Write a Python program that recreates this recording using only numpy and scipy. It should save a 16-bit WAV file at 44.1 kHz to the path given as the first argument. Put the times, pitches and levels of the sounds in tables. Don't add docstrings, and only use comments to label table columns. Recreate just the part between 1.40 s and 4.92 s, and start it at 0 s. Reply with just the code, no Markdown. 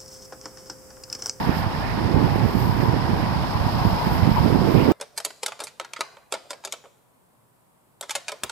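import sys
import numpy as np
from scipy import signal
from scipy.fft import rfft, irfft
from scipy.io import wavfile
from scipy.ndimage import map_coordinates

SR = 44100
rng = np.random.default_rng(int(sys.argv[2]) if len(sys.argv) > 2 else 0)


def inscribe(sig):
    pcm = np.round(np.clip(np.atleast_2d(sig).T, -1, 1) * 32767)
    wavfile.write(sys.argv[1], SR, pcm.astype(np.int16))


N = 155232


def gain(db):
    return 10 ** (np.asarray(db) / 20)


def loudness(rows, column=1):
    rows = np.array(rows)
    return gain(np.interp(np.arange(N) / SR, rows[:, 0], rows[:, column]))


def noise():
    return rng.standard_normal(N)


def shape_tone(sound, tone, delay_s=0):
    hz, db = np.array(tone).T
    freqs = np.arange(N // 2 + 1) * SR / N + 1e-3
    weights = gain(np.interp(np.log(freqs), np.log(hz), db))
    delay = np.exp(-2j * np.pi * freqs * delay_s)
    shaped = irfft(rfft(sound) * weights * delay, N)
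    return shaped / shaped.std()


def flicker(per_s, depth_db):
    steps = rng.standard_normal(2048)
    position = np.arange(N) / SR * per_s
    return gain(depth_db * map_coordinates(steps, [position], order=3, mode="wrap"))


def noise_band(rows, width_hz):
    times, _, hz = np.array(rows).T
    pitch = np.interp(np.arange(N) / SR, times, hz)
    phase = 2 * np.pi * np.cumsum(pitch) / SR
    lowpass = signal.butter(2, width_hz / 2, fs=SR, output="sos")
    slow_noise = signal.sosfilt(lowpass, noise() + 1j * noise())
    band = np.real(slow_noise * np.exp(1j * phase))
    return band / band.std() * loudness(rows)


# (frequency [Hz], relative level [dB])
RUSH_LEFT_TONE = [(60, -14), (220, -6.5), (350, -10), (480, -10.5), (620, -5), (780, -3), (930, -0.5),
                  (1050, -4), (1250, -12.5), (1600, -20), (2000, -29.5), (2500, -33), (3200, -42),
                  (3900, -54), (5000, -67.5), (15000, -65)]
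RUSH_RIGHT_TONE = [(60, -1.5), (250, -3), (500, -7.5), (780, 0.5), (950, -2.5), (1250, -3.5), (1600, -5),
                   (2000, -7.5), (2500, -11.5), (3200, -13.5), (4000, -19), (6000, -47)]
# (time [s], relative level [dB])
RUSH_SWELL = [(0, -33.5), (.55, -33.5), (.85, -32.5), (1.2, -34), (2.0, -31.5), (2.55, -31), (3.0, -31),
              (3.3, -31.5), (3.52, -30)]

def distant_rush():
    share = 0.64
    common = np.sqrt(share) * noise()
    left = shape_tone(common + np.sqrt(1 - share) * noise(), RUSH_LEFT_TONE)
    right = shape_tone(common + np.sqrt(1 - share) * noise(), RUSH_RIGHT_TONE, delay_s=.00014)
    swell = loudness(RUSH_SWELL) * flicker(per_s=32, depth_db=.5)
    return np.array([left * gain(5), right * gain(1)]) * swell


# (time [s], level [dB], pitch [Hz])
HOLLOW_BAND = [(0, -31, 907), (.55, -40, 908.7), (.85, -28, 851), (1.1, -35, 899.7), (1.35, -30.5, 946),
               (1.8, -33.5, 934), (2.2, -33.5, 928), (2.58, -27.5, 926.4), (2.75, -31.5, 918.4),
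               (2.95, -34, 919), (2.97, -17.5, 916), (2.99, -24, 909), (3.005, -32, 923.5),
               (3.52, -40.5, 948.3)]

def hollow_resonance():
    return noise_band(HOLLOW_BAND, width_hz=160)


# (frequency [Hz], relative level [dB])
SPRAY_TONE = [(1500, -42), (2500, -2), (3300, -3), (4000, -1.5), (4600, 1.5), (5200, 4), (5550, -4.5),
              (6050, -11.5), (7200, -15.5), (9000, -15.5), (11000, -15), (12800, -14.5), (15000, -29)]
# (time [s], relative level [dB])
SPRAY_SWELL = [(0, -45.5), (.16, -44), (.28, -46.5), (.4, -45), (1.2, -45.5), (1.9, -44.5), (2.5, -42.5),
               (3.2, -44), (3.52, -43.8)]

def spray():
    fizz = shape_tone(noise(), SPRAY_TONE) * gain(6)
    return fizz * loudness(SPRAY_SWELL) * flicker(per_s=73, depth_db=.82)


def eddies(per_s, scatter_db):
    hits = rng.random(N) < per_s / SR
    return hits * np.sign(noise()) * gain(scatter_db * noise())


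# (time [s], relative rumble level [dB], relative flutter level [dB])
BARE_GUSTS = [(0, -28.5, -26), (.04, -30.5, -43), (.1, -38, -25), (.14, -31, -46), (.35, -33, -44.5),
              (.52, -31, -43), (.6, -29, -29.5), (.76, -27.5, -26), (.86, -29.5, -26.5), (.91, -28, -38),
              (.96, -28, -35), (1.04, -25, -27), (1.12, -32, -33.5), (1.2, -27.5, -29.5),
              (1.31, -29, -40.5), (1.43, -25, -27), (1.5, -27, -30.5), (1.64, -29.5, -37),
              (1.71, -26, -29.5), (1.79, -29.5, -34), (1.88, -28, -41), (2.04, -29, -38.5),
              (2.11, -36.5, -44), (2.19, -29, -36), (2.32, -30.5, -43.5), (2.46, -23.5, -33.5),
              (2.62, -34.5, -45), (2.68, -27.5, -30), (2.77, -26.5, -38), (2.88, -27, -29),
              (2.95, -28, -42.5), (3.06, -26, -24), (3.13, -27.5, -24.5), (3.18, -26, -27),
              (3.27, -26, -23), (3.37, -26.5, -21), (3.44, -28, -25.5), (3.52, -25, -17.5)]
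# (time [s], relative level [dB])
COVERED_GUSTS = [(0, -42), (.13, -34), (.24, -39), (.45, -33.5), (1.0, -36), (1.28, -30), (1.45, -42),
                 (1.56, -30.5), (1.64, -46), (1.72, -27), (1.87, -39), (2.15, -27.5), (2.28, -42),
                 (2.42, -33), (2.64, -31), (3.0, -34.5), (3.4, -31.5), (3.52, -47)]
# (frequency [Hz], relative level [dB])
BARE_RUMBLE_TONE = [(15, -22), (30, -4), (60, -0.5), (100, 4.5), (150, 3), (220, -3.5), (320, -18),
                    (500, -61), (1000, -64)]
FLUTTER_TONE = [(100, -37), (190, -5), (270, -0.5), (360, -2), (480, -6.5), (650, -15.5), (900, -29),
                (1500, -33), (4000, -56)]
COVERED_RUMBLE_TONE = [(15, -14), (30, 3), (50, 4.5), (90, 0), (140, -3), (250, -10.5), (500, -18.5),
                       (1500, -61), (4000, -90)]

def wind_rumble():
    kicks = eddies(per_s=1400, scatter_db=2.5)
    rumble = shape_tone(kicks, BARE_RUMBLE_TONE) * loudness(BARE_GUSTS, column=1) * gain(7.5)
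    flutter = shape_tone(kicks, FLUTTER_TONE) * loudness(BARE_GUSTS, column=2) * gain(5)
    left_kicks = eddies(per_s=350, scatter_db=0)
    left = shape_tone(left_kicks, COVERED_RUMBLE_TONE) * loudness(COVERED_GUSTS) * gain(1)
    return np.array([left, rumble + flutter])


# (time [s], relative level [dB], pitch [Hz])
WHOOSH_PATH = [(0, -35.5, 1642), (.13, -29, 1794), (.19, -33.5, 1850), (.28, -41, 1707), (.42, -33, 1707),
               (.54, -34.5, 1786), (.66, -38.5, 1705), (.94, -35, 1902), (1.28, -38, 1707),
               (1.41, -33.5, 1751), (1.6, -36.5, 1599), (1.8, -33.5, 1698), (2.1, -47, 1702),
               (2.8, -39, 1988), (2.96, -38.5, 2289), (3.2, -41, 1694), (3.39, -32, 2400),
               (3.46, -33, 2093), (3.52, -40, 2016)]

def whoosh():
    body = noise_band(WHOOSH_PATH, width_hz=1350) * gain(-3)
    core = noise_band(WHOOSH_PATH, width_hz=450) * gain(-6)
    right = (body + core) * flicker(per_s=40, depth_db=1.6)
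    return np.array([core * gain(-20), right])


# (frequency [Hz], relative level [dB])
HISS_TONE = [(4000, -11), (7000, -9.5), (9500, -8), (11000, -4.5), (12000, 2.5), (12800, 5), (13600, 2),
             (14200, 0), (15300, -4)]
# (time [s], level [dB])
HISS_SWELL = [(0, -49), (.12, -47), (.2, -40), (.26, -60), (.38, -52), (.7, -60.5), (.9, -51), (.97, -47),
              (1.01, -52), (1.09, -45), (1.25, -40), (1.3, -45), (1.36, -45), (1.48, -48.5), (1.57, -60),
              (1.72, -54), (2.1, -53), (2.4, -45), (2.6, -47), (2.72, -40.5), (2.87, -50), (2.96, -45),
              (3.24, -50.5), (3.34, -42), (3.52, -50)]

def hiss():
    air = shape_tone(noise(), HISS_TONE) * loudness(HISS_SWELL)
    return air * flicker(per_s=25, depth_db=1) * flicker(per_s=420, depth_db=1)


# (time [s], peak level [dB], pitch [Hz])
STRONG_EDDIES = [(.073, -10, 125), (.094, -2.5, 147), (0.17, -12, 123), (0.248, -21, 125), (.268, -14, 90),
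                 (0.387, -15, 80), (.408, -18, 85), (.580, -9.5, 155.4), (.653, -12, 80), (.662, -9.5, 85),
                 (0.746, -3, 125), (.765, -5, 192), (.777, -8, 105), (.841, -9, 145), (.848, -8, 110),
                 (.865, -9, 100), (.959, -7, 289), (1.009, -17, 125), (1.154, -5.5, 191.6),
                 (1.170, -11.5, 155.3), (1.202, -17, 155), (1.254, -15, 100), (1.273, -11, 155),
                 (1.295, -8.5, 124), (1.353, -17.5, 100), (1.435, -10, 189.7), (1.490, -13, 99.2),
                 (1.535, -11, 209), (1.541, -11, 240), (1.564, -10, 200), (1.653, -12.5, 100),
                 (1.734, -10, 155), (1.829, -11.5, 159.3), (1.926, -11, 125), (1.976, -17, 85),
                 (2.156, -10.5, 80), (2.212, -14.5, 68), (2.247, -18, 68), (2.267, -12, 125),
                 (2.453, -9.5, 149.4), (2.474, -7, 106), (2.531, -10, 99.9), (2.673, -9, 190),
                 (2.723, -10, 100), (2.827, -7.5, 101), (2.837, -11, 101.2), (2.877, -5, 164),
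                 (2.893, -6, 163), (2.916, -2.5, 101), (3.006, -6.5, 80.4), (3.048, -11, 94.5),
                 (3.058, -10, 90), (3.127, -3, 165), (3.180, -15, 190), (3.194, -11, 124.7),
                 (3.239, -9, 129.8), (3.324, -16, 190), (3.336, -14, 235), (3.351, -0.5, 155),
                 (3.363, -10, 157), (3.372, -10, 155), (3.381, -6, 130), (3.425, -9, 189),
                 (3.492, -3.5, 235)]

def thumps():
    t, pressure = np.arange(N) / SR, np.zeros(N)
    for time_s, peak_db, hz in STRONG_EDDIES:
        phase = 2 * np.pi * hz * (t - time_s)
        pressure -= gain(peak_db) * phase * np.exp((1 - phase ** 2) / 2)
    return pressure


# (time [s], level [dB], pitch [Hz])
WHISTLE_PATH = [(2.88, -75, 10880), (2.91, -53, 11450), (2.93, -48, 12250), (2.95, -53, 12500),
                (2.965, -53, 12100), (2.995, -54, 11950), (3.02, -64, 11970), (3.05, -55, 12100),
                (3.075, -60, 11400), (3.1, -53, 11090), (3.17, -66, 10600)]

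def whistle():
    return noise_band(WHISTLE_PATH, width_hz=190) * flicker(per_s=60, depth_db=1)


def scene():
    left, right = distant_rush() + wind_rumble() + whoosh()
    left += hollow_resonance()
    right += spray() + hiss() + thumps() + whistle()
    return np.array([left, right])


def record(dry):
    low_cut_hz, high_cut_hz = 43, 15400
    bass_cut = signal.butter(2, low_cut_hz, "high", fs=SR, output="sos")
    treble_cut = signal.ellip(10, .1, 80, high_cut_hz, fs=SR, output="sos")
    clipped = np.clip(signal.sosfilt(bass_cut, dry), -1, 1)
    return signal.sosfilt(treble_cut, clipped)


dry = scene()
out = record(dry)
inscribe(out)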